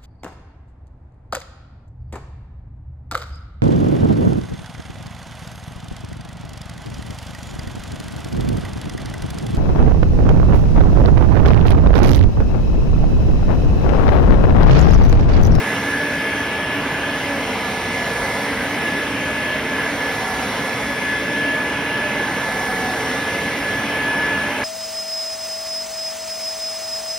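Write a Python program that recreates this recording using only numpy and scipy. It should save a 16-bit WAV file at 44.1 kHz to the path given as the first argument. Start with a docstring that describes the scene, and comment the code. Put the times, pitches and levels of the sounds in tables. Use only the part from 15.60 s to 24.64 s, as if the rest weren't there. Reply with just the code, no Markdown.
"""A steady roar of air with a high whine in it: an upright vacuum cleaner, pushed to and fro over a carpet
close to a hand-held stereo microphone. The fan whines at six times the shaft speed, swelling and fading in
the room's standing waves. The brush roll rumbles on the pile; air rushes through nozzle, duct and exhaust.
Hiss and roar swell as the head is pulled near, duct and exhaust as it is pushed out.
Now and then the nozzle hoots or the head bumps softly on the floor."""
import sys
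import numpy as np
from scipy import signal
from scipy.fft import rfft, irfft, next_fast_len
from scipy.io import wavfile
from scipy.ndimage import uniform_filter1d, map_coordinates

SR = 44100
rng = np.random.default_rng(int(sys.argv[2]) if len(sys.argv) > 2 else 0)


def to_wav(s):
    """Save 16-bit WAV."""
    ch = np.atleast_2d(s).T  # columns
    pcm = np.round(np.clip(ch, -1, 1) * 32767)  # PCM
    wavfile.write(sys.argv[1], SR, pcm.astype(np.int16))


N = 398646
BLADES, BLADE_HZ, DRIFT_HZ = 6, 1715.3, 0.4  # the fan's blade-passing tone and its slow drift
STROKE_M, SOUND_M_PER_S = 0.4, 343  # travel of the head from near to far; speed of sound

# The head's distance from the microphone. Each row: time in seconds, reach from 0 (near) to 1 (far).
REACH = [(0, 0.51), (.5, 0.79), (1.1, 0.93), (1.4, 0.88), (1.85, 0.32), (2.5, .17), (3, 0.44), (3.5, 0.79),
         (3.95, 0.91), (4.7, 0.06), (5, 0.24), (5.5, 0.67), (6.2, 1), (6.5, 0.83), (7, .01), (7.3, 0.021),
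         (8.25, 0.71), (8.55, 0.99), (9.04, 0.75)]
# How alike the air noise is on left and right. Each row: frequency in Hz, correlation.
LIKENESS = [(100, .999), (300, .99), (600, .96), (1900, .98), (2150, .85), (2500, .35), (3200, .4),
            (4400, .55), (5000, .85), (6200, .8), (7500, .95), (9000, .8), (10500, .95), (12000, .7),
            (13500, .92), (15000, .6)]
# The machine's place in the stereo image. Each row: frequency in Hz, left minus right in dB.
BALANCE = [(150, 0), (450, -1.3), (850, -2), (1300, -1.3), (1700, -.3), (2100, -.7), (3000, 0),
           (4300, -2.5), (5200, 0)]
# The band that the floor's reflection cancels. Each row: reach, centre in Hz.
NOTCH = [(0, 270), (.35, 309), (.55, 503), (.66, 684), (.85, 750), (1, 780)]
# How deep that reflection cuts. Each row: time in seconds, loss in dB.
NOTCH_DEPTH = [(0, 5), (1.5, 2.5), (3.3, 5.5), (6.5, 4.5), (8.2, 1)]

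# The head bumps on the carpet. Each row: time in seconds, level in dB.
BUMPS = [(1.87, -38), (2.62, -33), (7.13, -39)]
# Hoots of the nozzle. Each row: middle and half length in seconds, pitch in Hz, glide in Hz per second,
# level in dB.
HOOTS = [(.05, .086, 448, 0, -33), (1.72, 0.11, 569.5, -110, -34), (1.92, 0.091, 449, 3, -36),
         (2.68, .2, 549, 92, -37.5), (2.85, 0.076, 823, 0, -37), (3.8, 0.21, 605, -2, -35.5),
         (4.72, .11, 756, -1, -36), (5.801, 0.14, 595, 28, -37), (6.43, .12, 589, -42, -36),
         (7.22, .2, 754, -3, -33.5), (8.88, 0.11, 585, -40, -35.5)]
# Hollow resonances. Each row: pitch at mid-stroke and width in Hz, level in dB, reach where it is loudest,
# dB lost per unit of reach from there, rise in Hz from near to far, dB gained at one pull a second.
HOLLOWS = [(566.3, 34, -38, 0.63, 4.5, 70, 0), (755.5, 22, -36.5, .01, 27, 10.13, 1)]

# Resonances of the machine's parts. 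Each row: centre in Hz, width in Hz, relative level in dB.
LIP_MODES = [(3830, 1100, 1.5), (5490, 420, -1.5)]
HOUSING_MODES = [(2061, 264, 0)]
GRILLE_MODES = [(2496, 116, 1), (2770, 70, -3), (3140, 89, -7.5)]
HEAD_MODES = [(58, 8.3, -4.5), (148, 12, -7.5), (183.6, 5.7, -7), (207.2, 13.6, 1), (251.6, 24, 2.5),
              (278, 10.2, 5), (448.6, 29, 2), (509, 20, -8.5)]
# Colours of the air and brush noise. Each row: frequency in Hz, relative density in dB.
DUCT_SPECTRUM = [(600, -13.5), (1100, -5.5), (1400, -8), (1550, 2.5), (1690, 3.5), (1800, -0.5),
                 (1900, -15), (2300, -11), (4000, -73)]
EXHAUST_SPECTRUM = [(1000, -53), (1900, -32), (2200, 6.5), (2450, 3.5), (2900, 3), (3300, -1), (3700, -7),
                    (4400, -14.5), (5000, -13.5), (8000, -73)]
BRUSH_SPECTRUM = [(15, -50), (30, -28), (45, -24), (60, -2.5), (85, -0.5), (150, 1), (270, 1.5), (302, 0),
                  (330, 2.5), (370, -1), (520, 1), (585, -2.5), (660, 2), (750, -3.5), (3000, -84)]
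NOZZLE_SPECTRUM = [(300, -33), (660, -15.5), (740, -9), (810, -1), (990, -1.5), (1080, -6.5), (1350, -5),
                   (1800, -14), (4000, -77)]
HISS_SPECTRUM = [(2000, -20), (3400, -2), (4200, -1.8), (4800, -3), (5300, 1), (6300, .3), (7600, -4.2),
                 (9000, -1.9), (10700, -4), (12800, -9), (15500, -13.5)]

# Swells of nozzle roar, hiss and shaft hum. Each row: time in seconds, relative level in dB.
ROAR_LEVEL = [(0.1, -30.5), (.55, -36), (.9, -31), (1.55, -32.5), (2.05, -29.5), (2.35, -32.5), (2.6, -29),
              (3.6, -33.5), (4.25, -32.5), (4.6, -29), (5.2, -30), (5.6, -34.5), (6, -30.5), (7, -29.5),
              (8.1, -31.5), (8.8, -31)]
HISS_LEVEL = [(0.0, -40.5), (1.07, -44), (1.55, -43), (1.68, -42), (2.3, -41), (2.72, -39), (2.9, -41),
              (4.05, -43), (4.2, -41.5), (4.75, -40), (5.76, -42.5), (6.45, -43.5), (7.05, -39),
              (7.55, -40), (8.6, -42), (8.95, -41.5)]
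HUM_LEVEL = [(0, -45), (.35, -36.5), (.85, -34), (1.3, -37), (1.8, -36), (2.4, -54), (2.65, -38),
             (3.25, -43), (3.6, -31), (3.9, -42), (4.28, -33), (4.75, -45), (4.95, -37), (5.6, -38.5),
             (6.17, -33), (6.36, -38.5), (6.55, -39), (6.95, -44), (7.6, -39), (9.04, -36.5)]
# Brief surges of the hum. Each row: time in seconds, boost in dB.
HUM_SURGES = [(.36, 11), (1.76, 4), (2.92, 16), (3.12, 14), (5.02, 10), (5.7, 8), (6.2, 6)]
# The whine and its octave in the room's standing waves. Each row: time in seconds, relative level in dB.
WHINE_LEVEL = [(0, -35), (.08, -26.5), (.22, -32), (.31, -25.5), (.56, -27.5), (.67, -26), (.8, -30.5),
               (1.08, -28.5), (1.22, -31), (1.56, -29), (1.64, -40), (1.7, -29), (1.9, -42), (2, -39),
               (2.07, -30.5), (2.18, -33), (2.48, -28.5), (2.88, -34), (2.97, -48), (3.04, -33),
               (3.17, -35), (3.26, -26), (3.38, -26), (3.5, -36), (3.62, -28), (3.94, -27), (4.04, -46),
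               (4.11, -27.5), (4.25, -27.5), (4.35, -41), (4.44, -25.5), (4.56, -33), (4.72, -28.5),
               (4.95, -38), (5.04, -29.5), (5.13, -29), (5.2, -43), (5.28, -28.5), (5.4, -31), (5.53, -23),
               (5.64, -36), (5.72, -25), (5.9, -21.5), (6.15, -31.5), (6.33, -26), (6.46, -25), (6.53, -35),
               (6.6, -24), (6.68, -29), (7.15, -27), (7.42, -30), (7.88, -28), (7.98, -40), (8.08, -25.5),
               (8.17, -25.5), (8.26, -40), (8.35, -27), (8.48, -22), (8.78, -23), (8.87, -27), (8.95, -39),
               (9.02, -28.5)]
OCTAVE_LEVEL = [(0, -51), (.8, -56), (2.1, -51), (2.55, -55), (2.75, -46.5), (3.15, -55), (3.29, -46),
                (3.5, -54), (3.95, -60), (4.14, -49), (4.3, -54), (4.95, -46), (5.62, -46.5), (5.88, -60),
                (6.24, -47.5), (6.5, -57), (7.2, -51), (8.05, -57), (8.36, -46), (8.6, -55)]
# The standing waves differ at the microphone's two ports.
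# Each row: time in seconds, left minus right in dB at full pan width.
WHINE_PAN = [(0.1, -5), (0.67, 2), (1.79, -3), (2.02, -8), (2.36, 1), (2.94, -8), (2.99, 1.0), (3.26, -1.0),
             (4.21, 3), (4.61, -5), (5.2, -9), (5.3, 2), (6.23, -1), (7.29, -3.5), (8.59, -1.5), (9.04, -2)]


def amp(db):
    """Gain of a level in dB."""
    return 10 ** (np.asarray(db) / 20)


def unit(x):
    """x at rms 1."""
    return x / np.sqrt(np.mean(x ** 2) + 1e-20)


def along(points, hz):
    """(Hz, value) points read on a log axis."""
    knots_hz, values = np.transpose(points)
    return np.interp(np.log(hz + 1), np.log(knots_hz + 1), values)


def curve(rows):
    """One value per sample through (seconds, value) points."""
    return np.interp(np.arange(N) / SR, *np.transpose(rows))


def wobble(rate):
    """A smooth random curve, rate knots a second."""
    knots = rng.standard_normal(int(N * rate / SR) + 4)
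    return map_coordinates(knots, [np.arange(N) * rate / SR])


def filtered(x, response):
    """x times a complex response of frequency."""
    size = next_fast_len(N + 8192)
    return irfft(rfft(x, size) * response(np.fft.rfftfreq(size, 1 / SR)), size)[..., :N]


def slope(points):
    """The response of a (Hz, dB) spectrum."""
    return lambda hz: amp(along(points, hz))


def cavity(modes):
    """The response of steep-sided (Hz, width, dB) resonances."""
    return lambda hz: sum(amp(db) / (1 + ((hz - centre) / width) ** 2) ** 2 for centre, width, db in modes)


def rush(response, patchy_db, lag_ms=0, lag_from_hz=0):
    """Turbulent stereo noise of rms 1; above lag_from_hz it reaches the right port lag_ms late."""
    def mid_side(hz):
        angle = np.arccos(np.clip(along(LIKENESS, hz), -1, 1)) / 2
        return response(hz) * np.array([np.cos(angle), np.sin(angle)])

    def lag(hz):
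        return np.exp(-2j * np.pi * np.maximum(hz - lag_from_hz, 0) * lag_ms / 1000)

    spectra = signal.stft(rng.standard_normal((2, N)), nperseg=512)[2]
    patches = uniform_filter1d(rng.standard_normal(spectra.shape[1:]), size=5, axis=0)
    patches = unit(uniform_filter1d(patches, size=16, axis=1))
    pair = signal.istft(spectra * amp(patchy_db * patches), nperseg=512)[1][:, :N]
    mid, side = filtered(pair, mid_side)
    return unit(np.array([mid + side, filtered(mid - side, lag)]))


def tone(phase, flutter, flutter_hz):
    """A tone of rms 1, shaken in size and phase by the turbulent inflow."""
    in_phase = (1 + flutter * wobble(flutter_hz)) * np.sin(phase)
    return unit(in_phase + flutter * wobble(flutter_hz) * np.cos(phase))


def reach():
    """How far out the head is, with the turns of the arm rounded."""
    return uniform_filter1d(curve(REACH), size=SR // 4)


def stroke(db, waver_db, far_db=0, forward_db=0, rate=4):
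    """Wavering gain: db at mid-stroke, far_db more far than near, forward_db more at one push a second."""
    place = reach()
    speed = np.gradient(place) * SR
    return amp(db + far_db * (place - .5) + forward_db * speed + waver_db * wobble(rate))


def facing(best, fade_db):
    """Gain of an opening that faces the microphone at reach best, fade_db less per unit of reach away."""
    return amp(-fade_db * np.abs(reach() - best))


def standing_waves(rows):
    """The room's broad swells and narrow nulls: (seconds, dB) points joined straight in amplitude."""
    return curve([(s, amp(db)) for s, db in rows])


def bounced(x, near_ms, far_ms, echo_db):
    """x plus one reflection whose delay follows the head: a comb that sweeps with every stroke."""
    delay_ms = near_ms + (far_ms - near_ms) * reach()
    late = np.arange(N) - delay_ms * SR / 1000
    echo = np.array([map_coordinates(side, [late]) for side in x])
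    return (x + amp(echo_db) * echo) / np.sqrt(1 + amp(echo_db) ** 2)


def floor_notch(x, width_hz=48):
    """The floor's reflection cancels one band, which climbs as the machine goes out and tilts down."""
    hz, times, spectra = signal.stft(x, SR, nperseg=2048)
    place = np.interp(times, np.arange(N) / SR, reach())
    centre_hz = np.interp(place, *np.transpose(NOTCH))
    depth_db = np.interp(times, *np.transpose(NOTCH_DEPTH))
    notch = np.exp(-((hz[:, None] - centre_hz) / width_hz) ** 2)
    return signal.istft(spectra * amp(-depth_db * notch), nperseg=2048)[1][:, :N]


def bumps(hz=47, half_length_s=0.039):
    """Soft, low thuds of the floor under the head."""
    t = np.arange(N) / SR
    return sum(amp(db) * np.exp(-((t - s) / half_length_s) ** 2) * np.sin(2 * np.pi * hz * (t - s))
               for s, db in BUMPS)


def hoots():
    """A hollow of the nozzle sings out in rough, breathy hoots that swell and fade."""
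    out = 0
    for middle_s, half_length_s, hz, glide, db in HOOTS:
        t = np.arange(N) / SR - middle_s
        phase = 2 * np.pi * (hz + glide * t / 2) * t
        swell = amp(db) * np.exp(-(t / half_length_s) ** 2 / 2)
        out = out + swell * tone(phase, flutter=1.8, flutter_hz=44.23)
    return out


def hollows():
    """Two narrow bands of the roar ring, each loudest at its own distance, and rise on every push."""
    out, place = 0, reach()
    for hz, width, db, best, fade_db, glide_hz, pull_db in HOLLOWS:
        gain = amp(db - pull_db * np.gradient(place) * SR) * facing(best, fade_db)
        band = gain * rush(cavity([(hz, width, 0)]), patchy_db=-0.5)
        glide = 2 * np.pi * np.cumsum(glide_hz * (place - .5)) / SR
        analytic = signal.hilbert(band, next_fast_len(N))[:, :N]
        out = out + np.real(analytic * np.exp(1j * glide))
    return out


def lip_rasp():
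    """Air rasps under the head's lip, most as a push begins, where the lip faces the microphone."""
    gain = stroke(db=-39, waver_db=-0.1, forward_db=0.5) * facing(best=0.18, fade_db=8)
    return gain * rush(cavity(LIP_MODES), patchy_db=1.7, lag_ms=0.011)


def airflow():
    """Air rushes through duct, fan housing and exhaust grille: housing loudest midway, the rest far out."""
    duct = stroke(db=-31.5, far_db=6, waver_db=-1.1) * rush(slope(DUCT_SPECTRUM), patchy_db=1.4)
    housing_gain = stroke(db=-30, waver_db=-0.6, rate=11) * facing(best=0.44, fade_db=6.5)
    housing = housing_gain * rush(cavity(HOUSING_MODES), patchy_db=1.5, lag_ms=0.009)
    exhaust_gain = stroke(db=-32, far_db=2, waver_db=0.26)
    exhaust = exhaust_gain * rush(slope(EXHAUST_SPECTRUM), patchy_db=1.67, lag_ms=0.015)
    grille_gain = amp(-35) * facing(best=0.85, fade_db=38)
    grille = grille_gain * rush(cavity(GRILLE_MODES), patchy_db=1.5, lag_ms=0.014)
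    return bounced(duct + housing + exhaust + grille, near_ms=3.16, far_ms=2.02, echo_db=-21.5)


def floor_head(sway_db=-3.0, hiss_trim_db=3.5):
    """Bristles beat the pile and ring the head; air roars in the nozzle and hisses under its lip."""
    rumble = stroke(db=-29, waver_db=0.5) * rush(slope(BRUSH_SPECTRUM), patchy_db=0.5, lag_ms=0.047)
    ring_gain = stroke(db=-32, far_db=-4.5, waver_db=-0.5, forward_db=-0.3)  # harder on the pull
    ring = ring_gain * rush(cavity(HEAD_MODES), patchy_db=1.5)
    sway = amp(sway_db * np.outer([1, -1], reach() - reach().mean()) / 2)  # slides right as it goes out
    roar = sway * amp(curve(ROAR_LEVEL)) * rush(slope(NOZZLE_SPECTRUM), patchy_db=0.5, lag_ms=0.0083)
    hiss_gain = amp(curve(HISS_LEVEL) + hiss_trim_db)
    hiss = hiss_gain * rush(slope(HISS_SPECTRUM), patchy_db=1.6, lag_ms=.157, lag_from_hz=4250)
    return rumble + ring + bounced(roar + hiss + lip_rasp(), near_ms=4.5, far_ms=3.2, echo_db=-17.5)


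def shaft_hum(shaft, trim_db=-0.5, surge_s=0.024):
    """The rough, throbbing hum of the shaft, one cycle a turn."""
    t = np.arange(N) / SR
    surge_db = sum(db * np.exp(-((t - s) / surge_s) ** 2) for s, db in HUM_SURGES)
    gain = amp(curve(HUM_LEVEL) + surge_db + trim_db + 1.7 * wobble(11))
    return gain * tone(shaft + 0.42 * wobble(9), flutter=0.28, flutter_hz=20)


def whine_octave(phase, trim_db=1.5, side_db=-60.0):
    """The thin, clean octave of the whine; its reflections differ from port to port."""
    gain = standing_waves(OCTAVE_LEVEL) * amp(trim_db + 1.8 * wobble(7.4))
    mid = gain * unit(np.sin(phase + 0.34 * wobble(5)))
    side = amp(side_db) * tone(phase + 2 * wobble(2.17), flutter=.5, flutter_hz=7)
    return np.array([mid + side, mid - side])


def motor(spread_db=-20, pan_width=0.75):
    """One shaft drives the hum, the fan's blade-passing whine and its octave."""
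    travel_s = STROKE_M * reach() / SOUND_M_PER_S  # the pitch rises a little as the machine comes near
    blade_passes = np.cumsum(BLADE_HZ + DRIFT_HZ * wobble(6)) / SR - BLADE_HZ * travel_s
    shaft = 2 * np.pi * blade_passes / BLADES
    swell = standing_waves(WHINE_LEVEL) * amp(.4 * wobble(14))
    mid = swell * unit(np.sin(BLADES * shaft))
    # reflections reach the two ports with opposite signs and drifting phase
    side = amp(spread_db) * swell * unit(np.cos(BLADES * shaft + wobble(1.594)))
    sway = amp(pan_width * np.outer([1, -1], curve(WHINE_PAN)) / 2)
    whine = sway * np.array([mid + side, mid - side])
    return shaft_hum(shaft) + whine + whine_octave(2 * BLADES * shaft)


def scene():
    """The whole machine on the carpet, close by and a little to the right of the microphone."""
    machine = motor() + floor_notch(floor_head() + hollows() + airflow()) + hoots() + bumps()
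    return filtered(machine, lambda hz: amp(np.outer([1, -1], along(BALANCE, hz)) / 2))


def record(dry, low_cut_hz=46, top_hz=15750):
    """The hand-held microphone drops the deepest bass and keeps nothing above its band limit."""
    return filtered(dry, lambda hz: (hz < top_hz) * hz ** 2 / np.sqrt(hz ** 4 + low_cut_hz ** 4))


dry = scene()
out = record(dry)
to_wav(out)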